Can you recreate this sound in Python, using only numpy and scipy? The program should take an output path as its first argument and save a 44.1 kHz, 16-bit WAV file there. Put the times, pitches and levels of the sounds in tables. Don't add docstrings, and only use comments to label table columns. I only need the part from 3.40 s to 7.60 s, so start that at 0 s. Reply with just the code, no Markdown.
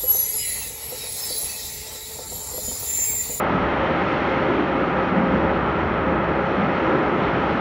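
import sys
import numpy as np
from scipy import signal
from scipy.fft import rfft, irfft, next_fast_len
from scipy.io import wavfile
from scipy.ndimage import uniform_filter1d

SR = 44100
rng = np.random.default_rng(int(sys.argv[2]) if len(sys.argv) > 2 else 0)


def transcribe(signal):
    frames = np.atleast_2d(signal).T
    limited = np.clip(frames, -1, 1)
    pcm = np.round(limited * 32767).astype(np.int16)
    wavfile.write(sys.argv[1], SR, pcm)


N = 185433


def undb(db):
    return 10 ** (np.asarray(db) / 20)


def curves(table):
    time_s, *columns = np.transpose(table)
    return [np.interp(np.arange(N) / SR, time_s, column) for column in columns]


def unit_rms(x):
    return x / np.sqrt(np.mean(x ** 2))


def noise(gain_at):
    size = next_fast_len(N)
    hz = np.maximum(np.arange(size // 2 + 1) * SR / size, 1)
    spectrum = rfft(rng.standard_normal(size)) * gain_at(hz)
    return unit_rms(irfft(spectrum, size)[:N])


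def resonance(center_hz, width_hz):
    def gain_at(hz):
        peak = 1 / (1 + ((hz - center_hz * center_hz / hz) / width_hz) ** 2)
        upper_skirt = 1 / (1 + (hz / center_hz / 2) ** 4)
        return peak * upper_skirt
    return noise(gain_at)


def dense(x, evenness):
    envelope = np.abs(signal.hilbert(x, next_fast_len(N))[:N])
    return unit_rms(x / (envelope + 0.2) ** np.clip(evenness, 0, 1))


def walk(rate_hz):
    hold = int(SR / rate_hz)
    held = np.repeat(rng.standard_normal(N // hold + 1), hold)
    return uniform_filter1d(uniform_filter1d(held, hold), hold)[:N] * 4 / 3


def lift(rises, rise_s=0.011, fade_s=0.11):
    t = np.arange(N) / SR
    total_db = 0
    for start_s, length_s, lift_db in rises:
        rise = (t - start_s) / rise_s + .5
        fade = (start_s + length_s - t) / fade_s + .5
        total_db = total_db + lift_db * np.clip(np.minimum(rise, fade), 0, 1)
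    return total_db


# [f/Hz, width/Hz, level/dB]
PIPE_MODES = [(319.5, 16, -41), (378, 57, -41.5), (417.7, 20, -39), (598, 23, -38.5), (2517, 140, -47)]


def pipes(waver_db=0.8, waver_hz=3.5):
    return sum(dense(resonance(hz, width_hz), .6) * undb(db + waver_db * walk(waver_hz))
               for hz, width_hz, db in PIPE_MODES)


# [t/s, length/s, lift/dB]
HUM_WAVER = [(.38, 0.19, 7.5), (.9, 0.22, 6.5), (1.28, 0.18, 6.5), (1.55, 0.075, 8.5), (1.76, 0.4, 6),
             (2.65, 0.11, 8), (2.95, 0.2, 5.5), (3.29, 0.12, 8), (3.49, 0.11, 7.5), (3.66, 0.58, 2.5)]


def hum(hz=533.7, width_hz=26, calm_db=-36):
    return dense(resonance(hz, width_hz), .7) * undb(calm_db + lift(HUM_WAVER))


# [t/s, length/s, lift/dB, eddy row (rounded; half to even; rows past the last are silent)]
FLARES = [(.1, 0.42, 6, 0), (.1, 0.14, 4.8, 1), (.5, 0.16, 4, 2.5), (.86, 0.21, 5.3, 1.5),
          (1.08, 0.18, 8.9, 2), (1.3, 0.16, 5.3, 2.5), (1.58, 0.11, 5.3, 1.5), (1.679, 0.33, 11.9, 1),
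          (1.9, 0.41, 7.6, 0.5), (1.99, 0.11, 6.7, 2), (2.42, 0.6, 7.9, 0), (2.35, 0.13, 4.7, 0.5),
          (2.66, 0.12, 7, 1), (2.87, 0.088, 4, 1.5), (3.04, 0.11, 6.1, 2), (3.48, 0.07, 4, 1.5),
          (3.87, 0.11, 5.3, 1.5), (4.08, 0.2, 4.1, 1.5), (2.03, 0.17, 5, 1), (2.7, .09, 3.8, 1.5),
          (3.17, 0.16, 6.2, 1), (3.5, 0.087, 4.7, 1), (3.82, 0.29, 5, 0.5), (1.45, 0.2, 5, 4),
          (1.95, 0.14, 4.3, 3), (2.95, 0.22, 5, 3), (3.4, .4, 6.1, 2.5), (4.02, 0.2, 4.9, 3)]


def flare_lift(eddy):
    return lift([row[:-1] for row in FLARES if round(row[-1]) == eddy])


# [f/Hz, width/Hz, calm level/dB]
STACK_MODES = [(175.4, 13, -39.5), (201, 20, -42.5), (257.4, 14, -42.5)]


def stacks(roar_eddy=1):
    flare_db = flare_lift(roar_eddy)
    return sum(dense(resonance(hz, width_hz), .6) * undb(db + flare_db)
               for hz, width_hz, db in STACK_MODES)


# [f/Hz, width/Hz, calm level/dB]
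EDDY_BANDS = [(71.5, 37, -41), (205, 92, -38), (332.4, 150, -33), (815, 69, -38.5)]


def flame(churn_db=1.0, churn_hz=8, evenness=.45):
    total = 0
    for eddy, (hz, width_hz, calm_db) in enumerate(EDDY_BANDS):
        level_db = calm_db + flare_lift(eddy) + churn_db * walk(churn_hz)
        total = total + dense(resonance(hz, width_hz), evenness) * undb(level_db)
    return total


def flutter_bands(treble, tilt_hz, flutter_db):
    size = next_fast_len(N)
    spectrum = rfft(treble, size)
    hz = np.linspace(1, SR / 2, len(spectrum))
    step = np.log2(hz / tilt_hz).clip(0, 2) * 2
    total = 0
    for k in range(5):
        band = irfft(spectrum * np.clip(1 - abs(step - k), 0, 1), size)[:N]
        total = total + band * undb(flutter_db * walk(16))
    return total


# [f/Hz, relative level/dB]
AIR_COLOUR = [(20, -57), (45, -24), (85, -10), (112, -9.5), (140, -4), (320, -5), (430, -5.5), (465, -7.5),
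              (505, -6.5), (700, -7), (950, -6.5), (1090, -10), (1200, -9.5), (1500, -12), (2150, -14),
              (2350, -19.5), (2750, -21.5), (3200, -23.5), (3600, -30), (4250, -35), (4900, -44),
              (5500, -43.5), (6000, -49), (6800, -53), (7600, -64), (8800, -66.5), (12000, -79.5)]
# [t/s, treble level/dB, upper roar level/dB]
AIR_LEVELS = [(0, -32.5, -28.5), (.2, -33.5, -30.5), (.5, -33, -32.5), (.75, -31.5, -31), (.95, -31, -29.5),
              (1.15, -32, -32), (1.35, -34.5, -32.5), (1.7, -33.5, -30.5), (2.05, -34.5, -33),
              (2.25, -34.5, -28), (2.5, -35, -33), (2.8, -35.5, -33), (3.15, -33, -32), (3.35, -33, -28),
              (3.7, -32.5, -30), (4.2, -32, -33.5)]
# [f/Hz, width/Hz]
UPPER_MODE = (1289, 250)


def rush(tilt_hz=1700, flicker_db=0.6, flutter_db=0.97, body_db=-23, body_follows=0.3):
    treble_db, upper_db = curves(AIR_LEVELS)
    swing_db = treble_db - treble_db.mean()
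    colour_hz, colour_db = np.transpose(AIR_COLOUR)

    def colour(hz):
        return undb(np.interp(np.log(hz), np.log(colour_hz), colour_db))

    def low_share(hz):
        return 1 / (1 + (hz / tilt_hz) ** 4)

    body = noise(lambda hz: colour(hz) * np.sqrt(low_share(hz)))
    body_level_db = body_db + body_follows * swing_db + flicker_db * walk(6.14)
    treble = noise(lambda hz: colour(hz) * np.sqrt(1 - low_share(hz)))
    bands = flutter_bands(treble, tilt_hz, flutter_db)
    treble_level_db = treble_db + flicker_db * walk(12)
    upper = dense(resonance(*UPPER_MODE), 0.25)
    upper_level_db = upper_db + flicker_db * walk(3.8)
    return body * undb(body_level_db) + bands * undb(treble_level_db) + upper * undb(upper_level_db)


def scene():
    return (pipes() + hum() + stacks() + flame() + rush())[None]


def record(dry, bass_cut_hz=19, top_hz=11950):
    bass_cut = signal.butter(4, bass_cut_hz, "high", fs=SR, output="sos")
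    top_cut = signal.ellip(12, .2, 60, top_hz, fs=SR, output="sos")
    return signal.sosfilt(top_cut, signal.sosfilt(bass_cut, dry))


dry = scene()
out = record(dry)
transcribe(out)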